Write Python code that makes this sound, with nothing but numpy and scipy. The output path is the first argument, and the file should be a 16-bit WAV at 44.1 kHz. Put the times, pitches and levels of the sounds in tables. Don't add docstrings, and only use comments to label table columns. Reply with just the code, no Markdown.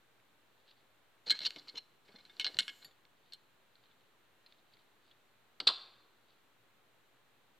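import sys
import numpy as np
from scipy import signal
from scipy.fft import rfft, irfft, next_fast_len
from scipy.io import wavfile
from scipy.ndimage import map_coordinates

SR = 44100
rng = np.random.default_rng(int(sys.argv[2]) if len(sys.argv) > 2 else 0)


def pcm_store(signal):
    levels = np.round(np.clip(np.atleast_2d(signal), -1, 1) * 32767)
    wavfile.write(sys.argv[1], SR, levels.astype(np.int16).T)


def elevation(decibels):
    levels = np.asarray(decibels, float)
    return 10 ** (levels / 20)


N = 334719


def unit(x):
    return x / np.sqrt(np.mean(x ** 2) + 1e-20)


def along(points, hz):
    f, value = np.transpose(points)
    return np.interp(np.log(hz + 1), np.log(f + 1), value)


def gain(rows):
    s, db = np.transpose(rows)
    return elevation(np.interp(np.arange(N) / SR, s, db, -140, -140))


def filtered(x, response):
    m = next_fast_len(x.shape[-1] + 8192)
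    spectrum = rfft(x, m) * response(np.fft.rfftfreq(m, 1 / SR))
    return irfft(spectrum, m)[..., :x.shape[-1]]


def wobble(rate):
    knots = rng.standard_normal(int(N * rate / SR) + 4)
    return map_coordinates(knots, [np.arange(N) * rate / SR])


def add(track, s, sound):
    track[round(s * SR):][:len(sound)] += sound


def ring(hz, db, t60, chatter_s, blow, crack):
    t = np.arange(int(0.3 * SR)) / SR
    uneven_db = 2.0 * rng.standard_normal((len(hz), 1))
    level = elevation(db[:, None] + uneven_db - 60 * t / t60[:, None])
    modes = (level * np.sin(2 * np.pi * hz[:, None] * t)).sum(0)

    def colour(f):
        below = np.clip(f / hz[0], 0, 1) ** 3
        above = np.clip(hz[-1] / (f + 1), 0, 1) ** 4
        return elevation(along(np.transpose([hz, db]), f)) * below * above

    snap = unit(filtered(rng.standard_normal(len(t)), colour)) * elevation(-60 * t / 0.0069)
    onset = 1 - np.exp(-(t / 0.0005) ** 2)
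    body = (modes / np.abs(modes).max() + crack * snap) * onset

    part = np.clip(t / max(chatter_s, 0.001), 0, 1)
    swell = (1 - part) ** 0.9 if blow else np.sin(np.pi * part)
    contacts = rng.standard_normal(len(t)) * (rng.random(len(t)) < 0.07)
    contacts *= swell * 0.13
    contacts[0] = blow
    sound = signal.fftconvolve(contacts, body)[:len(t)]
    return sound / (np.abs(sound).max() + 1e-9)


def strikes(table, modes, focus_db, damping, blow, crack, low_db, bright_db, chatter_s):
    usual_db, low_fades = -37, 0.41
    focus_octaves = 0.06
    track = np.zeros(N + SR)
    hz, db, t60 = np.transpose(modes)
    for s, peak_db, strongest_hz, *colour in table:
        hollow_db, hard_db = colour or (0, 0)
        near = focus_db * np.exp(-(np.log2(hz / strongest_hz) / focus_octaves) ** 2)
        low = low_db + hollow_db - low_fades * (peak_db - usual_db)
        bright = np.where(hz > 6000, bright_db + hard_db, 0)
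        tilt = np.where(hz < 2500, low, bright)
        start = s - (1 - blow) * 0.4 * chatter_s
        sound = ring(hz, db + near + tilt, damping * t60, chatter_s, blow, crack)
        add(track, start, elevation(peak_db) * sound)
    return track[:N]


def grainy(spectrum, rough_db):
    clumps_db = rough_db * wobble(30) + 0.56 * rough_db * wobble(400)
    grains = rng.standard_normal(N) * elevation(clumps_db)
    return unit(filtered(grains, lambda f: elevation(along(spectrum, f)) * (f > 200)))


def strokes(rows):
    t = np.arange(N) / SR
    return sum(elevation(db - 12.5 * ((t - s) / half_s) ** 2) for s, half_s, db in rows)


# pitch_hz, level_db, t60_s
CUP_MODES = [(1530, 0, 0.029), (1658, -7, 0.11), (2170, -3.5, 0.13), (2927, -8.5, 0.11), (3020, 1, 0.045),
             (3190, -8.5, 0.12), (3590, 3, 0.058), (4100, -7, 0.094), (4150, 3, 0.05), (4240, -5.5, 0.081),
             (4386, -1, 0.055), (4980, -10, 0.042), (5480, -9, 0.049), (6965, -13.5, 0.013),
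             (7820, -18.5, .05), (8540, -27, 0.065), (8950, -20.5, 0.027), (11860, -29.5, 0.024),
             (12900, -28.5, .03), (14710, -36.5, .03)]
# start_s, peak_db, strongest_hz, hollowness_db, hardness_db
CLINKS = [(1.2979, -20.5, 4110, -5.5, -10.5), (1.3049, -14.5, 4240, 5, 1.5), (1.3085, -24, 3950, 0, 11.5),
          (1.3124, -18, 4175, 7, -5), (1.319, -31.5, 1658, 5, -9), (1.4057, -31, 4150, 0, -20.5),
          (1.4166, -31.5, 4080, 2, -5), (1.5609, -35, 2160, -11, -6), (2.2522, -48, 4140, -3.5, 5.5),
          (2.2972, -47, 3590, 3, -1), (2.3976, -21.5, 3020, 4, 3.5), (2.411, -26.5, 3020, 1, -2),
          (2.4454, -20.5, 3200, -5, -13), (2.4662, -22, 4080, 8.5, -5), (2.5885, -13.5, 3057, 5.5, 5),
          (2.6803, -26.5, 3020, 6.5, 6), (3.3232, -42, 4400, -13, -2.5), (3.3348, -35.5, 4000, -16, 11)]


def clinks():
    return strikes(CLINKS, CUP_MODES, focus_db=12, damping=0.62, blow=0.93, crack=0.28,
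                   low_db=1, bright_db=2, chatter_s=0.022)


# start_s, peak_db, strongest_hz
SCRAPES = [(1.268, -38.5, 4020), (1.281, -34, 4030), (1.3294, -49, 4160), (1.3494, -41.5, 3840),
           (1.3644, -43, 4500), (1.372, -45.5, 4400), (1.4294, -35.5, 4060), (1.443, -35, 4170),
           (1.4551, -21, 4260), (1.4621, -25, 4370), (1.5194, -50, 4500), (1.5894, -43, 4030),
           (1.6774, -49, 4620), (1.6881, -37.5, 4250), (1.757, -41, 2970), (1.777, -31, 4200),
           (1.785, -49.5, 3020), (2.0837, -53, 3880), (2.1226, -56, 4440), (2.1575, -45.5, 4070),
           (2.1894, -52, 4000), (2.2044, -52.5, 4110), (2.6244, -38, 3030), (2.69, -39, 3020),
           (2.824, -46, 4000)]


def scrapes():
    return strikes(SCRAPES, CUP_MODES, focus_db=13.5, damping=0.58, blow=0, crack=0.88,
                   low_db=-3.0, bright_db=-5.5, chatter_s=0.023)


# start_s, peak_db, strongest_hz
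TAPS = [(0.1997, -61, 1960), (0.6786, -58, 3910), (1.3907, -27, 4120), (1.506, -32, 3750),
        (2.368, -47, 4100), (2.5446, -35.5, 4150), (2.569, -35.5, 4100), (2.6054, -23.5, 3160),
        (3.052, -53, 3600), (4.5236, -49.5, 3600), (4.7696, -55, 3630), (5.6025, -27.5, 2160)]


def taps():
    return strikes(TAPS, CUP_MODES, focus_db=6.5, damping=0.13, blow=0.9, crack=0.13,
                   low_db=-3.5, bright_db=-2.0, chatter_s=0.00396)


# time_s, level_db
STIRRING = [
    [(1.25, -75.5), (1.316, -79), (1.436, -53), (1.468, -62.5), (1.596, -63.5), (1.76, -65), (1.85, -84)],
    [(2.05, -68.5), (2.152, -68), (2.302, -66.5), (2.416, -60.5), (2.532, -55.5), (2.568, -58),
     (2.724, -65.5), (2.874, -66.5), (2.95, -85)],
]
# loudest_s, half_length_s, level_db
DRAWN = [
    (1.46, 0.2, -75.5),
    (2.72, 0.173, -71.5),
]
# pitch_hz, level_db per Hz
STEEL_SLIDE = [(2940, -40), (5000, -7), (6440, -11.5), (6960, 4), (7480, -2.5), (9960, -14.5),
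               (11200, -12.5), (12800, -4), (15700, -21)]
# pitch_hz, level_db per Hz
RUB = [(400, 0), (1500, -9), (2800, -9), (4100, -2), (4800, -10), (6000, -25), (12000, -44.5)]


def rummage():
    stir = sum(gain(rows) for rows in STIRRING)
    jolts_db = 14 * rng.random(N) * (rng.random(N) < 0.02)
    chatter = unit(rng.standard_normal(N) * elevation(jolts_db))

    def cup(f):
        total = 0
        for centre, db, t60 in CUP_MODES:
            width = 5 / t60
            total = total + elevation(db) * 1j * f * width / (centre * centre - f * f + 1j * f * width)
        return total

    rattle = filtered(chatter * stir, cup) / np.std(filtered(chatter, cup))
    hiss = strokes(DRAWN) * grainy(STEEL_SLIDE, rough_db=1.3)
    rub = stir * elevation(-5) * grainy(RUB, rough_db=3)
    return elevation(-9) * rattle + rub + hiss


# start_s, peak_db, pitch_hz
THUDS = [(1.267, -53, 488), (1.308, -53.5, 280), (1.405, -58, 630), (1.458, -56.5, 455), (1.558, -54, 298),
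         (1.742, -58, 473), (2.089, -61, 411), (2.14, -59, 200), (2.393, -60.5, 285), (2.457, -52.5, 777),
         (2.551, -57, 121), (2.589, -54.5, 197), (2.847, -66.5, 163), (5.605, -52, 284)]


def thuds():
    track, t = np.zeros(N + SR), np.arange(int(0.2 * SR)) / SR

    def dull(f):
        return 1 / (1 + (130 / (f + 1)) ** 2) / (1 + (f / 700) ** 2)

    for s, db, hz in THUDS:
        puff = unit(filtered(rng.standard_normal(len(t)), dull))
        envelope = elevation(db - 4 - 60 * t / 0.17) * (1 - np.exp(-t / 0.0021))
        note = np.sin(2 * np.pi * hz * t)
        add(track, s, envelope * (1.2 * note + 1.44 * puff))
    return track[:N]


# pitch_hz, level_db, t60_s
BLADE_MODES = [(1858, 0, 0.11), (2800, 1.5, 0.044), (3450, 1, 0.095), (3750, -4, 0.25), (4100, 3, 0.065),
               (4416, -6, 0.12), (4620, -12, 0.22), (5640, -35.5, .05), (7450, -28, 0.033),
               (7060, -16, 0.25), (11330, -18, 0.15), (13460, -15.5, .06)]
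# start_s, peak_db, strongest_hz
TICKS = [
    (2.8459, -43, 4530),
    (2.9108, -56.5, 3600),
]


def ticks():
    return strikes(TICKS, BLADE_MODES, focus_db=14, damping=0.44, blow=1, crack=0.45,
                   low_db=-4.5, bright_db=7.5, chatter_s=0.012)


# start_s, peak_db, strongest_hz
SNIPS = [(3.2594, -64.5, 3750), (3.7564, -52, 4060), (3.8394, -58.5, 3680), (3.8591, -59.5, 4110),
         (3.8851, -65, 4090), (3.9135, -63, 3400), (4.0094, -63, 4110), (4.4638, -48.5, 4120),
         (4.7386, -52, 4400), (5.1133, -54, 3450)]


def snips():
    return strikes(SNIPS, BLADE_MODES, focus_db=12, damping=0.24, blow=0.72, crack=0.92,
                   low_db=-14, bright_db=-9, chatter_s=0.015)


# start_s, pitch_hz, level_db, t60_s
PING = [
    (2.606, 10600, -62, .33),
]


def ping():
    t = np.arange(N) / SR
    track = np.zeros(N)
    for s, hz, db, t60 in PING:
        track += elevation(db - 60 * abs(t - s) / t60) * (t > s) * np.sin(2 * np.pi * hz * t)
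    return track


# loudest_s,
# half_length_s, level_db
HANDS = [
    (.68, .15, -66.5),
    (3.29, 0.15, -72),
    (3.87, .17, -72),
    (4.5, .1, -73),
    (4.75, 0.16, -73),
    (5.08, 0.11, -73),
    (6.3, 0.17, -76.5),
]
# pitch_hz, level_db per Hz
YARN = [(400, -30), (1800, -16), (3000, -5), (3900, 0), (4600, -4), (5400, -22), (12000, -45)]


def hands():
    return elevation(-5) * strokes(HANDS) * grainy(YARN, rough_db=5)


# start_s, peak_db, wood_db, brightness_db, crack_t60_s
LAID = [
    (5.6011, -23.5, -18, -36, 0.039),
    (5.6694, -19, -10.5, -27.5, 0.019),
    (5.672, -10.5, -31.5, -33, 0.059),
    (5.687, -17.5, -13.5, -43, 0.045),
    (5.6983, -28, -7.5, -35.5, 0.084),
]
# pitch_hz, level_db, t60_s
TABLE_MODES = [(437, -14, 0.13), (600, -16.5, 0.1), (1070, -15.0, 0.11), (1255, -25.5, 0.4),
               (1570, -21.5, 0.27), (2515, -18.5, 0.081), (2850, -6, 0.11), (3187, -15.5, 0.28),
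               (3297, 2, 0.04), (3796, 0.5, 0.098), (3903, -12, 0.14), (3998, -1, 0.14),
               (4194, -5.5, 0.1445), (4600, 2.5, 0.093), (4250, -13.5, 0.19), (4540, 7.0, 0.12),
               (2240, -16.5, .06), (4570, -17, 0.034), (7400, -29.5, .04)]
# pitch_hz, level_db per Hz
CRACK = [(88, -68.5), (150, -38.5), (609, -20.5), (784, -20), (1490, -14.5), (1850, -16.5), (2380, -19.5),
         (3250, -4.5), (4100, 0), (4790, -7.5), (5930, -38), (8100, -29.5), (15700, -63)]


def laid_down():
    track, t = np.zeros(N + SR), np.arange(int(0.3 * SR)) / SR
    hz, level, t60 = np.array(sorted(TABLE_MODES)).T
    choked_t60 = 0.22 * np.clip(t60, 0.02, 0.15)
    for s, db, wood_db, bright_db, crack_t60 in LAID:
        def tilt(f):
            bright = (bright_db + 35.5) * np.clip((f - 4900) / 1500, 0, 1)
            return np.where(f < 1400, wood_db + 24, bright)

        noise = rng.standard_normal(len(t))
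        crack = unit(filtered(noise, lambda f: elevation(along(CRACK, f) + tilt(f))))
        crack *= elevation(-60 * t / abs(crack_t60)) * (1 - np.exp(-(t / 0.001) ** 2))
        modes = ring(hz, level + tilt(hz), choked_t60, chatter_s=0.007, blow=0.91, crack=0.399)
        add(track, s, elevation(db) * (0.52 * modes + 0.53 * crack))
    return track[:N]


# pitch_hz, t60_s
WALLS = [(200, 1), (1000, 0.9), (4000, 0.47), (8000, 0.45), (14000, 0.3)]


def room(x):
    wet, hop = np.zeros((2, N + 2 * SR)), SR // 3
    for start in range(0, N, hop):
        common, apart = rng.standard_normal(SR // 2), rng.standard_normal(SR // 2)
        pair = [common + 0.065 * apart, common - 0.044 * apart]
        hz, t, z = signal.stft(pair, SR, nperseg=256)
        t60 = along(WALLS, hz)[:, None]
        next_room = elevation(-25 - 60 * t / (2.4 * t60))
        decay = elevation(-60 * t / t60) + next_room
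        tail = signal.istft(z * decay, SR, nperseg=256)[1]
        tail = tail / np.linalg.norm(tail[0])
        piece = signal.fftconvolve(x[None, start:start + hop], tail, axes=1)
        wet[:, start + 300:start + 300 + piece.shape[1]] += piece
    return wet[:, :N]


# pitch_hz, level_db per Hz
TONE = [(18, -50), (32, -20), (62, -11), (115, -1), (160, -4), (260, -2), (400, -1), (630, -3), (1000, -3),
        (1600, -4), (2200, -7), (4100, -10), (4950, -20), (15800, -21)]
# pitch_hz, side_minus_mid_db
WIDTH = [(60, -2.5), (150, -4), (380, -5.5), (950, -5), (2380, -4), (5980, -1), (15000, 2)]
# pitch_hz, level_db
WHINE = [
    (119, -85.5),
    (7050, -95),
]


def room_tone():
    def mid_and_side(hz):
        return elevation(along(TONE, hz) + np.array([0 * hz, along(WIDTH, hz)]))

    mid, side = filtered(rng.standard_normal((2, N)), mid_and_side)
    level = elevation(-72 + 0.1 * wobble(1.5))
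    air = level * np.array([mid + side, mid - side]) / np.std(mid)
    t = np.arange(N) / SR
    lines = np.zeros(N)
    for hz, db in WHINE:
        strength = elevation(db - 3.0 + 1.5 * wobble(9))
        lines += strength * np.sin(2 * np.pi * hz * t + 0.9 * wobble(9.4))
    return air + lines


def scene():
    cup = clinks() + scrapes() + taps() + rummage() + thuds()
    scissors = ticks() + snips() + ping() + hands()
    near, laid = cup + scissors, laid_down()
    into_room = elevation(-22) * near + elevation(-15.5) * laid
    return near + laid + room(into_room) + room_tone()


# pitch_hz, width_hz, depth (0-1)
NOTCHES = [(9970, 790, 0.5), (15700, 400, .6)]


def band_limit(x):
    return signal.sosfilt(signal.butter(12, 16160, fs=SR, output="sos"), x)


def record(dry):
    def port(f):
        dips = sum(depth * np.exp(-((f - hz) / width) ** 2) for hz, width, depth in NOTCHES)
        return (f < 16100) * (1 - dips)

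    mix = filtered(dry, port) - 0.0002
    return band_limit(mix)


dry = scene()
out = record(dry)
pcm_store(out)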